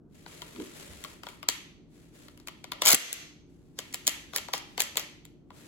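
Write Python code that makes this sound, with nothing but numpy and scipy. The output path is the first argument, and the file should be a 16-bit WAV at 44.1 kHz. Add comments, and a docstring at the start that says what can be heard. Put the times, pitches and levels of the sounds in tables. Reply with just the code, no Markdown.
"""In a dining room, a pump shotgun is handled over a towel, then racked by hand.
Gloves rub the stock, the slide grinds back and slams into its stop, and the bolt is eased forward
in a run of steel clicks. Each click is a tiny rattle that sets steel and wood ringing; rubbing and
grinding are grainy noise. The room rings after each sound, and the ventilation hums underneath.
An automatic gain control turns the volume down under the slam."""
import sys
import numpy as np
from scipy import signal
from scipy.fft import rfft, irfft, next_fast_len
from scipy.io import wavfile
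from scipy.ndimage import minimum_filter1d

SR = 44100
rng = np.random.default_rng(int(sys.argv[2]) if len(sys.argv) > 2 else 0)


def unload_wav(signal):
    """Save mono or channel-first audio to the path in sys.argv[1] as 16-bit WAV at rate SR, clipped to [-1, 1]."""
    wavfile.write(
        sys.argv[1],
        SR,
        np.round(np.clip(np.atleast_2d(signal).T, -1, 1) * 32767).astype(np.int16),
    )


N = 250252
TIME = np.arange(N) / SR
FFT_SIZE = next_fast_len(N + 2000)
FFT_HZ = np.arange(FFT_SIZE // 2 + 1) * SR / FFT_SIZE

# Parts meeting in the gun. Hardness below 0 is a wooden knock; high hardness is a bright steel snap.
# (time [s], relative level [dB], hardness [dB])
CLICKS = [(0.262, -40.5, -11), (0.4187, -32.5, -4), (0.5604, -43.5, -7), (.599, -41, -7.5),
          (1.0389, -34, 4), (1.0472, -33.5, -7.5), (1.2332, -36, -5.5), (1.2674, -34, -9),
          (1.2867, -36.5, -1.5), (1.4285, -33.5, -7.5), (1.4864, -14.5, 5.5), (2.283, -44, -3.5),
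          (2.375, -48.5, 1), (2.3994, -50, 0), (2.4721, -34, 3), (2.4831, -31.5, -2), (2.6412, -34, -3.5),
          (2.7185, -24.5, -4), (2.819, -15.5, 0.5), (2.853, -21, 9.5), (2.859, -14.5, 6.5),
          (3.1281, -26, 14.5), (3.7884, -25, 2), (3.927, -42, 5), (3.9383, -34.5, 5), (3.9426, -25, 6),
          (4.069, -20.5, 10), (4.0765, -14.5, 6.5), (4.334, -35, -8), (4.3611, -20, 7), (4.3741, -30, 7),
          (4.382, -26.5, 2), (4.4842, -37.5, -14), (4.5327, -27.5, 2), (4.5352, -18.5, -1),
          (4.5784, -35, 5), (4.778, -23.5, -3.5), (4.795, -26, 1), (4.803, -16.5, 7), (4.8188, -23, 8.5),
          (4.9554, -34.5, -3.5), (4.97, -18, 5.5), (4.9767, -26, -1), (4.995, -31.5, 7), (5.252, -44.5, 6),
          (5.5042, -47, -14)]
# A mode is a tone that a part rings at; the narrower it is, the longer it rings.
# All four tables: (frequency [Hz], width [Hz], relative level [dB])
SMALL_PART_MODES = [(6150, 400, -4), (6820, 450, -1), (7600, 450, -1), (8300, 450, -8), (10450, 600, -1),
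                    (11300, 600, -1), (12200, 550, -2), (15000, 800, -2)]   # bolt, lifter and latches
RECEIVER_MODES = [(1850, 300, -5), (2200, 300, -3), (2600, 320, -4), (3150, 300, 0), (3700, 350, -2),
                  (4400, 380, -1), (5200, 350, -6)]   # the steel body (receiver) and barrel
STOCK_MODES = [(540, 150, -7), (743, 150, -3), (980, 60, 0), (1160, 130, -1), (1400, 200, -2)]   # wooden stock and front grip
SPRING_MODES = [(1390, 14, -7), (3246, 12, -3), (3866, 12, -4), (4118, 14, -3), (4536, 12, -4),
                (6110, 12, 0), (6540, 14, -2), (7510, 12, -2), (10820, 14, -4), (11730, 14, -5)]   # magazine tube and spring
# short scraping pushes that ease the slide forward: (time of top speed [s], level [dB])
FORWARD_PUSHES = [(3.788, -50), (4.354, -36), (4.55, -34.5), (4.801, -35), (4.991, -38.5)]
# tone colour of the scraping slide: (frequency [Hz], relative level [dB])
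SLIDE_SPECTRUM = [(200, -10), (550, 1), (1000, 3.5), (1600, 3), (2300, -3.5), (4000, 1.5), (5300, 7.5),
                  (7000, -1.5), (9200, -10), (11400, -0.5), (13600, -25), (15200, -8)]
# dull bumps of arms and gun: (time [s], relative level [dB], pitch [Hz], width [Hz], length [s])
HANDLING_BUMPS = [(.54, -47, 290, 195, 0.14), (.585, -39, 304, 231, 0.04), (.885, -50, 72.5, 40, 0.041),
                  (4.537, -33.5, 753, 255, 0.0046)]
# gloves and towel rubbing along the gun: (time [s], length [s], level [dB])
CLOTH_RUBS = [(0.153, .08, -61.5), (0.282, 0.83, -52), (0.761, 0.086, -50.5), (1.262, .05, -55),
              (1.931, 0.13, -64.5), (2.15, 0.11, -58), (2.34, .45, -72), (3.504, 0.22, -74),
              (3.799, .4, -59), (4.306, .6, -65), (5.56, .1, -56)]
# tone colour of that rubbing: (frequency [Hz], relative level [dB])
CLOTH_SPECTRUM = [(250, 1), (400, 10), (580, 8), (800, 0), (1200, 1.5), (1700, 3), (2300, 3), (4200, 1),
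                  (5400, -1.5), (7300, 1), (11200, -1.5), (15200, -10)]
# the room's echo: (frequency [Hz], time to fade by 60 dB [s], level against the sound sent in [dB])
ROOM_ECHO = [(150, 0.27, -15), (490, 0.57, -4.5), (1040, 0.58, -7.5), (2200, 0.54, -2.5), (5050, 0.59, -10),
             (7740, 0.45, -13.5), (11400, 0.36, -15), (16000, 0.23, -20)]
# tone colour of the ventilation's rumble: (frequency [Hz], relative level [dB])
VENT_SPECTRUM = [(15, -37), (25, -13.5), (49, -6), (127, -7.5), (162, -4), (189, -7), (300, -7),
                 (437, -16.5), (476, -17), (501, -35), (537, -22), (1010, -35.5), (1350, -39), (1500, -38),
                 (1950, -60), (3300, -120)]
# the ventilation's tones: (frequency [Hz], relative level [dB])
VENT_TONES = [(161.5, -62), (296.1, -60.5), (355.3, -62)]
# how far the microphone's left opening (port) leads the right: (frequency [Hz], phase [radians])
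LEFT_PORT_LEAD = [(0, 0), (1030, 0.46), (1460, 0.5), (2760, 9.5), (3360, 7), (5340, 10), (6550, 7.5),
                  (9650, 3), (10900, 0.77), (12000, 3), (13200, -3), (14300, -2.5), (15200, -0.5),
                  (16500, -10.5)]
# treble swallowed by hollows behind the ports: (frequency [Hz], width [Hz], depth [dB])
TREBLE_DIPS = [(9060, 830, -23), (13700, 1300, -21)]

# the fast back stroke: the slide speeds up under a steady pull, hits its stop and bounces once
PULL_S, STOP_S, BOUNCE_DELAY_S = 2.862, 2.929, .016


def clicks(rows, steel_db, wood_db, parts_db, touch_db, rebound_db, gap_s, rebound_count=2):
    """Parts touch lightly, hit home and rebound. Small parts ring first, then steel body, then wood."""
    out = np.zeros((3, N))   # left, right, into the room
    for start, level_db, hard_db in rows:
        touch = (start - gap_s * rng.uniform(0.55, 1.1), level_db + touch_db)
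        waits = np.cumsum(gap_s * rng.uniform(0.55, 2, rebound_count))
        rebounds = [(start + wait, level_db + rebound_db) for wait in waits]
        chatter_s = 0.0028 * 2 ** (level_db / 40)   # a hit 40 dB lighter buzzes half as long
        small = struck_part(SMALL_PART_MODES, pan_db=-0.5, chatter_s=chatter_s, phase_spread=0.68)
        receiver = struck_part(RECEIVER_MODES, pan_db=7.0, chatter_s=1.3 * chatter_s, phase_spread=0.93)
        stock = struck_part(stock_modes(start), pan_db=6.0, chatter_s=1.4 * chatter_s, phase_spread=0.66)
        for s, db in [touch, (start, level_db)] + rebounds:
            add(out, s, from_db(db + hard_db + parts_db) * small)
            add(out, s + .0002, from_db(db + steel_db) * receiver)
            add(out, s + .0011, from_db(db - hard_db + wood_db) * stock)
    bass_cut = signal.butter(2, 280, "high", fs=SR, output="sos")   # the clicks carry little bass below about 280 Hz
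    return signal.sosfilt(bass_cut, out)


def struck_part(modes, pan_db, chatter_s, phase_spread, size=1400):
    """Two parts buzz briefly as they meet and set the modes ringing. Rows: left, right, into the room."""
    t = np.arange(size) / SR
    chatter = rfft(rng.standard_normal(size) * np.sqrt(t) * np.exp(-(t / chatter_s) ** 2))
    flattened = chatter / np.sqrt(np.abs(chatter))   # hard hits reach every mode
    force = irfft(flattened, size) * np.exp(-t / chatter_s / 2)
    ring = ringing(modes, spread_db=0.77, phase_spread=phase_spread, size=size)
    sound = signal.fftconvolve(ring, force[None], axes=1)[:, :size]
    return np.vstack([pan(pan_db) * unit_rms(sound) / 2, sound_into_room(modes, size)])


def ringing(modes, spread_db, phase_spread, size):
    """A tapped part rings in fading tones, with a new mix each time and its own phases left and right."""
    hz, width_hz, db = np.transpose(modes)[:, :, None]
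    t = np.arange(size) / SR
    gain = from_db(db + spread_db * rng.standard_normal(hz.shape)) * np.sqrt(width_hz)
    phase = rng.uniform(0, 2 * np.pi, hz.shape) + phase_spread * rng.standard_normal((2, len(hz), 1))
    return np.sum(gain * np.exp(-np.pi * width_hz * t) * np.sin(2 * np.pi * hz * t + phase), axis=1)


def sound_into_room(modes, size):
    """Added up over all directions, a part's modes blend into one click with a smooth tone colour."""
    hz, width_hz, db = np.transpose(modes)[:, :, None]
    bins_hz = np.arange(1, size // 2 + 2) * SR / size
    power = np.sum(from_db(db) ** 2 / width_hz * np.exp(-.5 * ((bins_hz - hz) / width_hz) ** 2), axis=0)
    pulse = np.roll(irfft(np.sqrt(power), size), size // 10)
    return unit_rms(pulse) / 2


def stock_modes(s, unlock_s=2.6, hollow_below_hz=900):
    """The front grip's hollow low tones are choked while the slide is locked and ring once it is loose."""
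    hollow_db = -15.5 if s < unlock_s else 2
    return [(hz, width_hz, db + hollow_db * (hz < hollow_below_hz)) for hz, width_hz, db in STOCK_MODES]


def back_stroke(count=8, jolt_db=-8, slam_db=-4, bounce_db=-2.5, hard_db=10):
    """Rows for clicks(): the bolt jolts on its rails, harder as it speeds up, then slams and bounces."""
    progress = (np.arange(count) + 1 + rng.uniform(-.3, 0.34, count)) / (count + 1)
    times = PULL_S + (STOP_S - PULL_S) * progress
    jolts = [(s, jolt_db + 20 * np.log10(slide_speed(s)), hard_db) for s in times]
    return jolts + [(STOP_S, slam_db, hard_db), (STOP_S + BOUNCE_DELAY_S, bounce_db, hard_db)]


def slide_speed(s):
    """A steady pull speeds the slide up evenly; 1 is its speed at the stop."""
    return np.interp(s, [PULL_S, STOP_S], [.3, 1])


def slide_strength(grind_db=-15):
    """How hard steel scrapes on steel: it follows the back stroke's speed, then each forward push."""
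    stroke_s = STOP_S + BOUNCE_DELAY_S - PULL_S
    grind = slide_speed(TIME) * swell(PULL_S, stroke_s, rise_db_per_s=600.5, fall_db_per_s=4000)
    pushes = sum(from_db(db) * swell(s, 0, rise_db_per_s=897, fall_db_per_s=396.5)
                 for s, db in FORWARD_PUSHES)
    return from_db(grind_db) * grind + pushes


def friction(strength, spectrum, likeness, grain_samples, grain_db=2.5):
    """Surfaces catch and let go in tiny grains of uneven strength."""
    grains = from_db(grain_db * np.clip(rng.standard_normal(N // grain_samples + 2), -2, 2))
    grip = np.interp(np.arange(N) / grain_samples, np.arange(len(grains)), grains)
    return strength * coloured(stereo_noise(likeness, N) * grip, spectrum)


def spring(shaking, db, size=SR // 2):
    """Every jolt leaves the magazine tube and its spring ringing thinly."""
    ring = ringing(SPRING_MODES, spread_db=1.0, phase_spread=0.83, size=size)
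    return from_db(db) * signal.fftconvolve(shaking, unit_rms(ring) / np.sqrt(size), axes=1)[:, :N]


def gun_jumps(slam_hz=239, slam_width_hz=406, slam_s=0.0088,
              shove_hz=457, shove_width_hz=496, shove_s=0.0082):
    """Rows for bumps(): the gun jumps deeply at the slam and bounce, and lightly at each of CLICKS."""
    slams = [(s, db, slam_hz, slam_width_hz, slam_s)
             for s, db in [(STOP_S, -17), (STOP_S + BOUNCE_DELAY_S, -25.5)]]
    # a hard snap shoves the gun less
    shoves = [(s, db - max(hard_db, 0) - 19, shove_hz, shove_width_hz, shove_s)
              for s, db, hard_db in CLICKS]
    return slams + shoves


def bumps(rows):
    """Soft, padded blows: a short swell of force stirs one broad, low band of sound."""
    out, t = np.zeros((2, N)), TIME[:SR // 3]
    for s, db, hz, width_hz, length_s in rows:
        middle = np.hypot(hz, width_hz / 2)
        band = signal.butter(2, [middle - width_hz / 2, middle + width_hz / 2], "band", fs=SR, output="sos")
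        force = stereo_noise(0.92, len(t)) * np.sqrt(t) * np.exp(-2 * t / length_s)
        thud = signal.sosfilt(band, signal.sosfilt(band, force))
        add(out, s, from_db(db) * unit_rms(thud) * np.sqrt(length_s / t[-1]))
    return out


def rub_strength():
    """How hard gloves and towel rustle; rubs that overlap add their power."""
    rubs = [from_db(db) * swell(s, length_s, rise_db_per_s=402, fall_db_per_s=130)
            for s, length_s, db in CLOTH_RUBS]
    return np.sqrt(sum(rub ** 2 for rub in rubs))


def loose_ticks(rub, count=6, level_db=-48.5, spread_db=2.5):
    """Rows for clicks(): loose parts tick by chance, most likely where the hands rub hardest."""
    effort = np.cumsum(rub ** 2)
    times = np.interp(rng.random(count), effort / effort[-1], TIME)
    return [(s, level_db + spread_db * rng.standard_normal(), 0) for s in times]


def room(x, build_up_s=.002, size=SR * 3 // 4):
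    """Echoes from all around build up quickly, then each frequency band fades at its own pace."""
    t, hz = TIME[:size], np.arange(size // 2 + 1) * SR / size
    white, echo = rfft(rng.standard_normal((2, size))), 0
    build_up = 1 - np.exp(-(t / build_up_s) ** 2)
    edges_hz = np.geomspace(60, 18000, 18)
    for low, high in zip(edges_hz, edges_hz[1:]):
        centre = np.sqrt(low * high)
        decay = from_db(-60 * t / at_hz(ROOM_ECHO, centre)) * build_up
        band = irfft(white * ((hz >= low) & (hz < high)), size)
        gain = from_db(at_hz(ROOM_ECHO, centre, column=2))
        echo = echo + gain * band * decay / np.sqrt(np.sum(decay ** 2))
    return signal.fftconvolve(x[None], echo, axes=1)[:, :N]


def ventilation(rumble_db=-55.5, tone_gain_db=-2.5, hiss_db=-94):
    """The ventilation rumbles with a few wavering tones, over a faint hiss."""
    waver = np.cumsum(rng.standard_normal((len(VENT_TONES), N)), axis=1) * np.sqrt(25 / SR)
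    tones = sum(from_db(db + tone_gain_db) * np.sin(2 * np.pi * hz * TIME + phase)
                for (hz, db), phase in zip(VENT_TONES, waver))
    rumble = from_db(rumble_db) * coloured(stereo_noise(0.65, N), VENT_SPECTRUM)
    return rumble + tones + from_db(hiss_db) * stereo_noise(.2, N)


def port_paths(x):
    """Sound reaches the two microphone ports by slightly different paths."""
    phase_turn = np.exp(.5j * at_hz(LEFT_PORT_LEAD, FFT_HZ))
    return filtered(x, np.array([phase_turn, phase_turn.conj()]))


def port_hollows(x):
    """Hollows behind the microphone ports swallow two treble bands."""
    for hz, width_hz, depth_db in TREBLE_DIPS:
        swallowed = signal.lfilter(*signal.iirpeak(hz, hz / width_hz, fs=SR), x)
        x = x - (1 - from_db(depth_db)) * swallowed
    return x


def gain_control(x, threshold_db, hold_s, release_db_per_s, smoothing_s=0.063):
    """The volume drops while the sound stays loud, waits, and creeps back."""
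    memory = np.exp(-1 / (smoothing_s * SR))
    power = signal.lfilter([1 - memory], [1, -memory], np.mean(x ** 2, axis=0))
    excess_db = np.maximum(10 * np.log10(power + 1e-12) - threshold_db, 0)
    hold = int(hold_s * SR) // 2 * 2 + 1   # an odd number of samples
    held_db = -minimum_filter1d(-excess_db, hold, origin=hold // 2)
    cut_db = np.maximum.accumulate(held_db + release_db_per_s * TIME) - release_db_per_s * TIME
    return x * from_db(-cut_db)


def swell(start_s, hold_s, rise_db_per_s, fall_db_per_s):
    """Strength of one movement: it rises to 1 at start_s, holds, and dies away."""
    early = np.maximum(start_s - TIME, 0)
    late = np.maximum(TIME - start_s - hold_s, 0)
    return from_db(-np.minimum(rise_db_per_s * early + fall_db_per_s * late, 200))


def from_db(db):
    """Turn decibels into a number to multiply by."""
    return 10 ** (np.asarray(db) / 20)


def unit_rms(x):
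    """Scale a sound so its average level (rms) is 1."""
    return x / np.sqrt(np.mean(x ** 2) + 1e-30)


def at_hz(table, hz, column=1):
    """Read between a table's rows on a log-frequency scale."""
    table = np.array(table)
    return np.interp(np.log(np.maximum(hz, 1)), np.log(table[:, 0]), table[:, column])


def add(out, s, piece):
    """Mix a piece in at time s."""
    start = int(s * SR)
    out[:, start:start + piece.shape[1]] += piece[:, :N - start]


def pan(db):
    """Left and right gains, with the left louder by db."""
    return from_db(np.array([[db], [-db]]) / 2)


def stereo_noise(likeness, size):
    """White noise; likeness runs from 0 (left and right unrelated) to 1 (the same)."""
    shared = np.sqrt(likeness) * rng.standard_normal(size)
    return shared + np.sqrt(1 - likeness) * rng.standard_normal((2, size))


def coloured(x, spectrum):
    """Give x the tone colour in a table, at an average level of 1."""
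    return unit_rms(filtered(x, from_db(at_hz(spectrum, FFT_HZ))))


def filtered(x, response):
    """Multiply each frequency in x by its own factor."""
    return irfft(rfft(x, FFT_SIZE) * response, FFT_SIZE)[..., :N]


def scene():
    """Clicks, scraping, rustle and thuds reach the microphone directly and by way of the room."""
    rub = rub_strength()
    handling = clicks(CLICKS + loose_ticks(rub), steel_db=-9.5, wood_db=-16, parts_db=-11.5,
                      touch_db=-22, rebound_db=-15, gap_s=0.0044)
    racking = clicks(back_stroke(), steel_db=-9.5, wood_db=-13.5, parts_db=-12.5,
                     touch_db=-8.0, rebound_db=-6.0, gap_s=0.002)
    hits = handling + racking
    slide = friction(slide_strength(), SLIDE_SPECTRUM, likeness=0.76, grain_samples=60)
    gloves = friction(rub, CLOTH_SPECTRUM, likeness=0.17, grain_samples=150)
    gun = hits[:2] + pan(1.3) * slide
    gun = gun + spring(gun, db=-21.0)
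    thuds = bumps(HANDLING_BUMPS + gun_jumps())
    direct = port_paths(gun + pan(2.8) * gloves) + thuds
    into_room = hits[2] + slide[0] + gloves[0] + from_db(-2.5) * thuds[0]
    return direct + room(into_room) + ventilation()


def record(dry, cutoff_hz=16200):
    """The microphone colours the sound, loud moments are turned down, and the top treble is cut."""
    steady = gain_control(port_hollows(dry), threshold_db=-22.5, hold_s=0.045, release_db_per_s=82)
    return signal.sosfilt(signal.ellip(10, .3, 80, cutoff_hz, fs=SR, output="sos"), steady)


dry = scene()
out = record(dry)
unload_wav(out)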